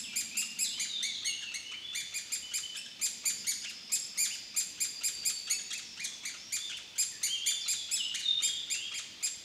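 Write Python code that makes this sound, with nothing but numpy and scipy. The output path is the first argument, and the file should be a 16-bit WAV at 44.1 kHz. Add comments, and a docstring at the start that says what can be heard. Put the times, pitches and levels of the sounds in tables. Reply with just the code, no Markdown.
"""Woodpecker chick at the nest hole

Close to the microphone, a chick begs from a tree trunk, about four sharp chirps a second. Each is an
arch of pitch, rich in overtones when pushed hard, nearly a whistle when soft. Songbirds whistle farther
off, the trunks scatter every call, and a soft wash, a far rumble and a thin tone lie under the wood."""
import sys
import numpy as np
from scipy import signal
from scipy.io import wavfile
from scipy.ndimage import uniform_filter1d

SR = 44100
rng = np.random.default_rng(int(sys.argv[2]) if len(sys.argv) > 2 else 0)


def output_pcm(signal):
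    """Save a mono or channel-first signal as 16-bit PCM at the path in sys.argv[1].

    Samples are clipped to [-1, 1] before scaling.
    """
    pcm = np.clip(np.atleast_2d(signal).T, -1, 1) * 32767
    wavfile.write(sys.argv[1], SR, np.round(pcm).astype(np.int16))


N = 416304
RUN_UP = 4410  # samples before time zero, so that the wood already rings at the start

# Begging chirps, close by. The drop is a share of the top pitch; thin_db weakens the overtones at the
# top of the arch; push_db is the gain in effort from start to end.
# start_s, length_s, top_hz, drop_share, level_db, thin_db, push_db
BEGGING_CHIRPS = [(-.062, 0.055, 2650, 0.46, -32, 0.5, 1), (0.155, 0.066, 2510, 0.44, -31.5, 0, 1),
                  (0.367, 0.064, 2572, 0.62, -31.5, 0, -1), (0.586, 0.073, 2580, 0.34, -30.5, 0, 5),
                  (0.794, 0.064, 2410, 0.39, -33.5, 3.5, -8), (1.025, 0.088, 2290, .1, -39.5, 2, -21),
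                  (1.243, 0.074, 2213, 0.052, -34.5, -1, 6.5), (1.539, 0.045, 2215, 0.036, -39.5, 2, -16),
                  (1.734, 0.026, 2353, 0.13, -61, 1.5, -8), (1.946, 0.071, 2400, 0.32, -33.5, 7.5, 1),
                  (2.138, 0.055, 2452, 0.39, -35, 0.5, 9), (2.317, 0.046, 2500, 0.46, -33, 0, 0),
                  (2.534, 0.055, 2485, 0.53, -32.5, 0.5, 4), (2.764, 0.054, 2710, .05, -43, 2, -13),
                  (3.012, .059, 2504, 0.44, -29.5, 0.5, 7), (3.251, 0.058, 2425, 0.43, -29, 0, 0),
                  (3.466, 0.058, 2317, 0.38, -31, 0, 2.5), (3.645, 0.069, 2830, 0.52, -46, 21.5, 23),
                  (3.917, 0.049, 2555, 0.43, -27.5, 1, 2), (4.173, 0.094, 2416, 0.41, -29.5, 0, 4),
                  (4.297, 0.063, 3043, 0.52, -46, 22, 22), (4.561, .052, 2502, 0.47, -29, 1, 2),
                  (4.801, 0.054, 2481, 0.47, -31, -0.5, 1), (5.033, 0.06, 2503, 0.49, -31, -0.5, 2),
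                  (5.249, 0.059, 2515, 0.6, -29.5, 0, 2), (5.496, 0.049, 2274, 0.024, -30, -1, 2),
                  (5.52, 0.054, 2640, 0.044, -43, 2.5, -13), (5.725, 0.074, 2648, 0.53, -35, 24.5, -3),
                  (5.992, .067, 2450, .33, -34, 15, 20), (6.249, .051, 2354, 0.39, -35, 7.5, -4),
                  (6.521, 0.054, 2432, 0.54, -31.5, 0, 1), (6.713, .077, 3080, 0.56, -47.5, 22, 19),
                  (6.979, 0.055, 2529, 0.5, -28, -0.5, 0.5), (7.229, .052, 2352, 0.37, -28, 3.5, -4),
                  (7.46, 0.06, 2416, 0.45, -28.5, 3, -6), (7.677, 0.063, 2506, .47, -29.5, 1, 6),
                  (7.91, 0.069, 2612, 0.43, -30, 0, 1), (8.141, 0.073, 2492, 0.37, -33, 26.5, 3),
                  (8.42, .072, 2490, 0.4, -31, 0.5, -4), (8.698, 0.06, 2464, 0.44, -32.5, 0.5, 4),
                  (8.937, 0.063, 2493, 0.61, -35, 6, 5), (9.225, .052, 2510, 0.45, -31.5, 0, 7)]
# Short falling squeaks among the chirps: start_s, length_s, pitch_hz, overtones_db
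STRAY_SQUEAKS = [(1.413, .03, 1900, -47), (2.748, 0.02, 1935, -43.5), (2.855, .013, 1900, -47),
                 (3.638, 0.018, 1830, -40), (5.469, 0.013, 1947, -42), (5.583, 0.017, 1986, -46.5),
                 (5.704, 0.0157, 2036, -37), (6.336, .018, 1595, -47.5), (6.692, 0.028, 1782, -43.5),
                 (8.142, 0.0096, 1887, -37)]


def chick(lead_s=0.022):
    """The chick in its hole: chirps, each led in by a faint rising scrape, and stray squeaks."""
    out, zero_s = np.zeros(RUN_UP + N), RUN_UP / SR
    chances = rng.uniform(-1, 1, (len(BEGGING_CHIRPS), 3))
    for (start_s, *shape), (timing, pitch, strength) in zip(BEGGING_CHIRPS, chances):
        hz = 1150 * 2 ** (0.247 * pitch)
        scrape = dulled(squeak(0.0176, hz, 1.3 * hz, base_db=-61, over_db=-49), 7500)
        add(out, zero_s + start_s - lead_s + .004 * timing, amp(4.6 * strength) * scrape)
        add(out, zero_s + start_s, chirp(start_s, *shape))
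    for start_s, length_s, hz, over_db in STRAY_SQUEAKS:
        add(out, zero_s + start_s, squeak(length_s, hz, .75 * hz, base_db=-55, over_db=over_db))
    return out


# Course of one chirp: length_share, overtones_db, fundamental_db
CHIRP_COURSE = [(0, -5.5, 0.5), (.2, -0.34, 0.5), (.5, 1.5, -1), (.83, -6.5, -6), (1.08, -15.5, -11)]
# The fundamental ignores the effort, but is fuller in low chirps: top_hz, level_db
FUNDAMENTAL_LEVEL = [(2250, -45.5), (2380, -43), (2520, -46), (2700, -48), (3000, -46)]
# Tilt of the highest overtones through the scene: time_s, tilt_db_per_half_octave
BEAK_TILT = [(.55, 1.5), (.85, -5.5), (1.55, -3.5), (2, -0.2), (5.25, 1.3), (5.55, -3), (7, 0), (8.9, -5),
             (9.25, -2)]


def chirp(start_s, length_s, top_hz, drop, level_db, thin_db, push_db, rise_share=.47, lowest_hz=1259):
    """Pitch snaps up, rounds over and drops; a thin chirp becomes a whistle near its top."""
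    t = np.arange(0, length_s * 1.068, 1 / SR)
    progress = t / length_s
    rise = (.16 + .01 * thin_db) * (1 - progress / rise_share) ** 2  # thin chirps scoop from lower down
    fall = drop * abs((progress - rise_share) / (1 - rise_share)) ** 2.3
    below_top = np.where(progress < rise_share, rise, fall)
    snap = 1 - 0.224 * np.exp(-t / 0.00201)  # the membranes tighten in the first instant
    hz = np.maximum(top_hz * (1 - below_top) * snap, lowest_hz)
    hz *= 1 + .005 * waver(len(t), 141.5)
    share, overtones_db, fundamental_db = np.transpose(CHIRP_COURSE)
    effort_db = level_db + push_db * (progress - .5) + 0.96 * waver(len(t), 136)
    thinning_db = thin_db * np.exp(-(below_top / 0.064) ** 2)
    over_db = effort_db + np.interp(progress, share, overtones_db) - thinning_db
    base_db = at_hz(FUNDAMENTAL_LEVEL, top_hz) + np.interp(progress, share, fundamental_db)
    tilt_db = np.interp(start_s, *np.transpose(BEAK_TILT))
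    octave_db = -0.77 + np.clip(.7 * (-30.5 - effort_db), 0, 6)  # soft chirps lean on the octave partial
    voice = syrinx(hz, base_db, over_db, tilt_db, octave_db, jitter=0.0031, slack_hz=1750)
    return voice * fade(t, .007, .006)


def squeak(length_s, from_hz, to_hz, base_db, over_db):
    """A brief, scratchy slide of the chick's voice through a nearly closed beak."""
    t = np.arange(0, length_s, 1 / SR)
    hz = np.linspace(from_hz, to_hz, len(t))
    voice = syrinx(hz, base_db, over_db, tilt_db=-6, octave_db=5, jitter=0.017, slack_hz=1900)
    return dulled(voice, 8500) * fade(t, 0.0051, 0.0023)


# Colour that the throat gives the overtones: frequency_hz, gain_db
THROAT_COLOUR = [(2500, -2.5), (3600, -2), (4900, -9.5), (6000, 1.5), (7000, -1.5), (7700, 0), (9000, -7.5),
                 (10200, -7), (11200, -12.5), (12500, -15.5), (14000, -22), (15500, -31)]


def syrinx(hz, base_db, over_db, tilt_db, octave_db, jitter, slack_hz):
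    """Vibrating membranes: a fundamental at base_db, and overtones at over_db coloured by the throat."""
    count = len(hz)
    slack = np.clip((slack_hz - hz) / 500, 0, 1)  # slack membranes, at low pitch, rattle unevenly
    hz = hz * (1 + jitter * waver(count, 876))
    rasp = (0.065 + .17 * slack) * waver(count, 3500)
    phase = 2 * np.pi * np.cumsum(hz) / SR + rasp
    harmonic = np.arange(2, 11)[:, None]
    partial_hz = harmonic * hz
    # a wide-open beak favours the highest overtones
    beak_db = tilt_db * np.clip(2 * np.log2(partial_hz / 7300), 0, 2)
    # overtones that barely exceed the fundamental fall off steeply
    soft_db = -np.clip(4 + base_db - over_db, 0, 10) * np.log2(harmonic)
    colour = amp(at_hz(THROAT_COLOUR, partial_hz) + beak_db + soft_db + octave_db * (harmonic == 2))
    colour *= partial_hz < SR / 2
    colour /= np.sqrt((colour ** 2).sum(0))
    shimmer = 1 + .18 * waver(count, 500)
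    airy_edge = amp(-35.5) * dulled(rng.standard_normal(count), 9500)
    overtones = (colour * np.cos(harmonic * phase)).sum(0) * shimmer + airy_edge
    return np.sqrt(2) * (amp(base_db) * np.cos(phase) + amp(over_db) * overtones)


# Songbird notes, farther off in the wood: start_s, length_s, from_hz, to_hz, relative_db, trill_depth_hz
SONG_NOTES = [(0.036, .04, 3850, 2600, -47.5, 3), (0.086, .11, 2400, 2360, -53, 0),
              (0.311, .14, 2350, 2840, -46, 5), (0.637, 0.046, 5000, 3550, -41, 220),
              (.711, 0.1, 2715, 3125, -45.5, 7), (0.875, 0.14, 4073, 3557, -42.5, 60),
              (1.027, .16, 4180, 3663, -46.5, 408), (1.218, 0.035, 5180, 3900, -53, 0),
              (1.251, 0.081, 3415, 2754, -42, 25), (1.462, 0.034, 2910, 2650, -43, 3),
              (1.643, 0.14, 2834, 3073, -46, 4), (1.82, 0.14, 3300, 3540, -48.5, 8),
              (2.424, .11, 2952, 3033, -49, 3), (2.632, .034, 3035, 3033, -44, 0),
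              (2.691, 0.071, 3030, 3014, -48.5, -2), (4.842, 0.16, 4960, 4720, -49.5, 70),
              (5.073, 0.35, 4770, 4525, -51, 64), (5.801, .15, 6100, 5200, -56, 320),
              (6.074, 0.051, 3280, 3520, -48.5, 0), (6.373, 0.12, 4830, 5680, -53.5, 85),
              (6.589, 0.047, 3370, 3520, -44, 0), (6.623, 0.035, 3516, 3600, -41.5, 0),
              (7.12, 0.051, 1920, 1760, -56, 65), (7.269, .075, 2770, 3185, -41.5, 0),
              (7.344, 0.048, 3150, 2770, -44.5, 0), (7.433, 0.11, 3280, 3535, -42, -3),
              (7.611, .07, 5660, 3950, -43, 104), (7.75, 0.096, 3800, 3337, -44.5, -5),
              (7.965, 0.077, 4110, 2743, -40.5, 0), (8.047, 0.048, 2820, 3120, -45.5, -4),
              (8.223, 0.039, 4600, 3700, -45.5, 22), (8.255, 0.062, 3700, 3630, -36, 0),
              (8.39, 0.12, 2820, 3326, -42, 2), (8.562, 0.033, 3870, 3460, -39.5, 0),
              (8.74, 0.061, 2664, 2846, -43, 3), (8.8, 0.086, 2845, 3310, -44.5, 6)]


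def songbirds(twitter_span_s=(3.38, 4.45), twitter_per_s=14):
    """Distant whistled phrases, and between them a high twitter of small falling notes."""
    out = np.zeros(N)
    for start_s, *note in SONG_NOTES:
        add(out, start_s, whistle(*note))
    for start_s in np.arange(*twitter_span_s, 1 / twitter_per_s):
        hz = 5410 + 110 * rng.standard_normal()
        add(out, start_s, whistle(0.0443, hz, hz - 490, relative_db=-52.5, trill_depth_hz=150))
    return out


def whistle(length_s, from_hz, to_hz, relative_db, trill_depth_hz, trill_hz=62, flutter_db=4):
    """A pure note that swoops from one pitch, settles on another and flutters, perhaps with a trill."""
    t = np.arange(0, length_s, 1 / SR)
    swoop = np.exp(-t / (.33 * length_s))
    hz = to_hz + (from_hz - to_hz) * (swoop - swoop[-1]) / (1 - swoop[-1])
    hz *= 1 + 0.0078 * waver(len(t), 242.6)
    hz += trill_depth_hz * np.sin(2 * np.pi * trill_hz * t)
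    level = amp(relative_db + flutter_db * waver(len(t), 121)) * fade(t, 0.0021, 0.0016)
    return level * sine(hz)


# Ring of the wood around the microphone, at a t60_scale of 1: frequency_hz, t60_s
WOOD_RING = [(1200, 0.43), (2500, 0.79), (3600, 1.09), (5000, 1.19), (7500, 0.6), (10000, 0.47),
             (14000, 0.69)]


def scatter(call, t60_scale, delay_s):
    """Echoes off trunks and leaves: sparse taps of random sign, each band dying at its own speed."""
    taps = rng.standard_normal(SR) * (rng.random(SR) < .1)
    hz, t, spectrum = signal.stft(taps, SR, nperseg=256)
    t60_s = t60_scale * at_hz(WOOD_RING, hz)[:, None]
    tail = signal.istft(spectrum * amp(-60 * t / t60_s), SR, nperseg=256)[1]
    tail = np.concatenate([np.zeros(round(delay_s * SR)), tail])
    return signal.fftconvolve(call, tail / np.linalg.norm(tail))[:len(call)]


# Spectrum of the still air all around: frequency_hz, relative_db
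AIR_SPECTRUM = [(20, -42), (50, -4.5), (100, -1), (160, -3), (195, -2), (310, -1.5), (500, -4.5),
                (1000, -7), (1600, -7), (2600, 1.5), (5000, -0.5), (7000, -10), (10000, -19.5),
                (15000, -26.5)]
# Swell of the far rumble: time_s, relative_db
RUMBLE_SWELL = [(0.251, -54.5), (1.1, -62), (2, -77), (3.2, -59.5), (5.3, -66.5), (6.2, -61.5), (7.2, -77),
                (8.25, -64.5), (8.9, -78), (9.44, -62)]
# Likeness of the background at the microphone's left and right: frequency_hz, correlation
STEREO_LIKENESS = [(60, 1), (110, 0.83), (200, 0.94), (380, 0.36), (700, 0.012), (1290, 0.36), (2000, 0.98),
                   (4400, 1), (8120, 1), (15000, 0.86)]


def air(wash_db=-52.5, patch_db=1.5, rumble_hz=215, rumble_octaves=0.27):
    """A soft wash of the wood, and a far rumble that swells and sinks."""
    frames, hz = N // 512 + 5, np.fft.rfftfreq(2048, 1 / SR)
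    left_re, left_im, apart_re, apart_im, patches = rng.standard_normal((frames, len(hz), 5)).T
    left, apart = left_re + 1j * left_im, apart_re + 1j * apart_im
    likeness = at_hz(STEREO_LIKENESS, hz)[:, None]
    noise = np.array([left, likeness * left + np.sqrt(1 - likeness ** 2) * apart])
    patches = uniform_filter1d(patches, 16, axis=0)  # the level drifts in patches of pitch and time
    patches = unit(uniform_filter1d(patches, 12, axis=1))
    wash = waveform(noise * amp(at_hz(AIR_SPECTRUM, hz)[:, None] + patch_db * patches))
    rumble_band = np.exp(-.5 * (np.log2((hz + 1) / rumble_hz) / rumble_octaves) ** 2)
    rumble = waveform(noise[:, :, ::-1] * rumble_band[:, None])  # reversed, to be unrelated to the wash
    rumble_db = np.interp(np.arange(N) / SR, *np.transpose(RUMBLE_SWELL)) - 4.5
    return amp(wash_db) * wash + amp(rumble_db) * rumble


def thin_tone(pitch_hz=3545, drift_hz=25, level_db=-62.5):
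    """A faint high tone that wavers in the background."""
    return amp(level_db) * sine(pitch_hz + drift_hz * waver(N, 90))


def amp(db):
    """Decibels to gain."""
    return 10 ** (np.asarray(db) / 20)


def unit(x):
    """Scales to rms 1."""
    return x / np.sqrt(np.mean(x ** 2) + 1e-20)


def sine(hz):
    """A sine of rms 1 that follows a pitch curve."""
    return np.sqrt(2) * np.sin(2 * np.pi * np.cumsum(hz) / SR)


def waveform(spectra):
    """Turns stereo short-time spectra into N samples of rms 1."""
    return unit(signal.istft(spectra, nperseg=2048, noverlap=1536)[1][:, :N])


def at_hz(table, hz):
    """Reads a (frequency_hz, value) table on a log-frequency axis."""
    table_hz, value = np.transpose(table)
    return np.interp(np.log(hz + 1), np.log(table_hz + 1), value)


def add(mix, start_s, sound):
    """Mixes a sound in at start_s."""
    at = round(start_s * SR)
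    sound = sound[max(-at, 0):]
    part = mix[max(at, 0):][:len(sound)]
    part += sound[:len(part)]


def waver(count, rate_hz):
    """A random curve of rms near 1 that changes rate_hz times a second."""
    knots = rng.standard_normal(2048)
    return np.interp(np.arange(count) * rate_hz / SR, np.arange(len(knots)), knots)


def fade(t, attack_s, release_s):
    """Soft start and end of a call."""
    onset = np.sin(np.pi / 2 * np.clip(t / attack_s, 0, 1))
    ending = np.sin(np.pi / 2 * np.clip((t[-1] - t) / release_s, 0, 1)) ** 2
    return onset * ending


def dulled(x, cutoff_hz):
    """A gentle loss of treble."""
    return signal.lfilter(*signal.butter(2, cutoff_hz, fs=SR), x)


def scene():
    """Straight ahead of the microphone: the chick near and clear, the songbirds far and half echo."""
    near, far = chick(), songbirds()
    # rough bark by the hole throws back the lower partials
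    bark = scatter(dulled(near, 4200), t60_scale=0.12, delay_s=.002)
    wood = scatter(dulled(near, 10000), t60_scale=0.8, delay_s=.009)
    nest = near + bark + amp(-3) * wood
    song = amp(-0.5) * far + amp(1.2) * scatter(far, t60_scale=1, delay_s=.006)
    return nest[RUN_UP:] + song + air() + thin_tone()


def record(dry):
    """The recorder's band limit: a steep cut of the highest treble."""
    lowpass = signal.firwin(511, cutoff=15750, window=("kaiser", 9), fs=SR)
    return signal.oaconvolve(dry, lowpass[None], "same")


dry = scene()
out = record(dry)
output_pcm(out)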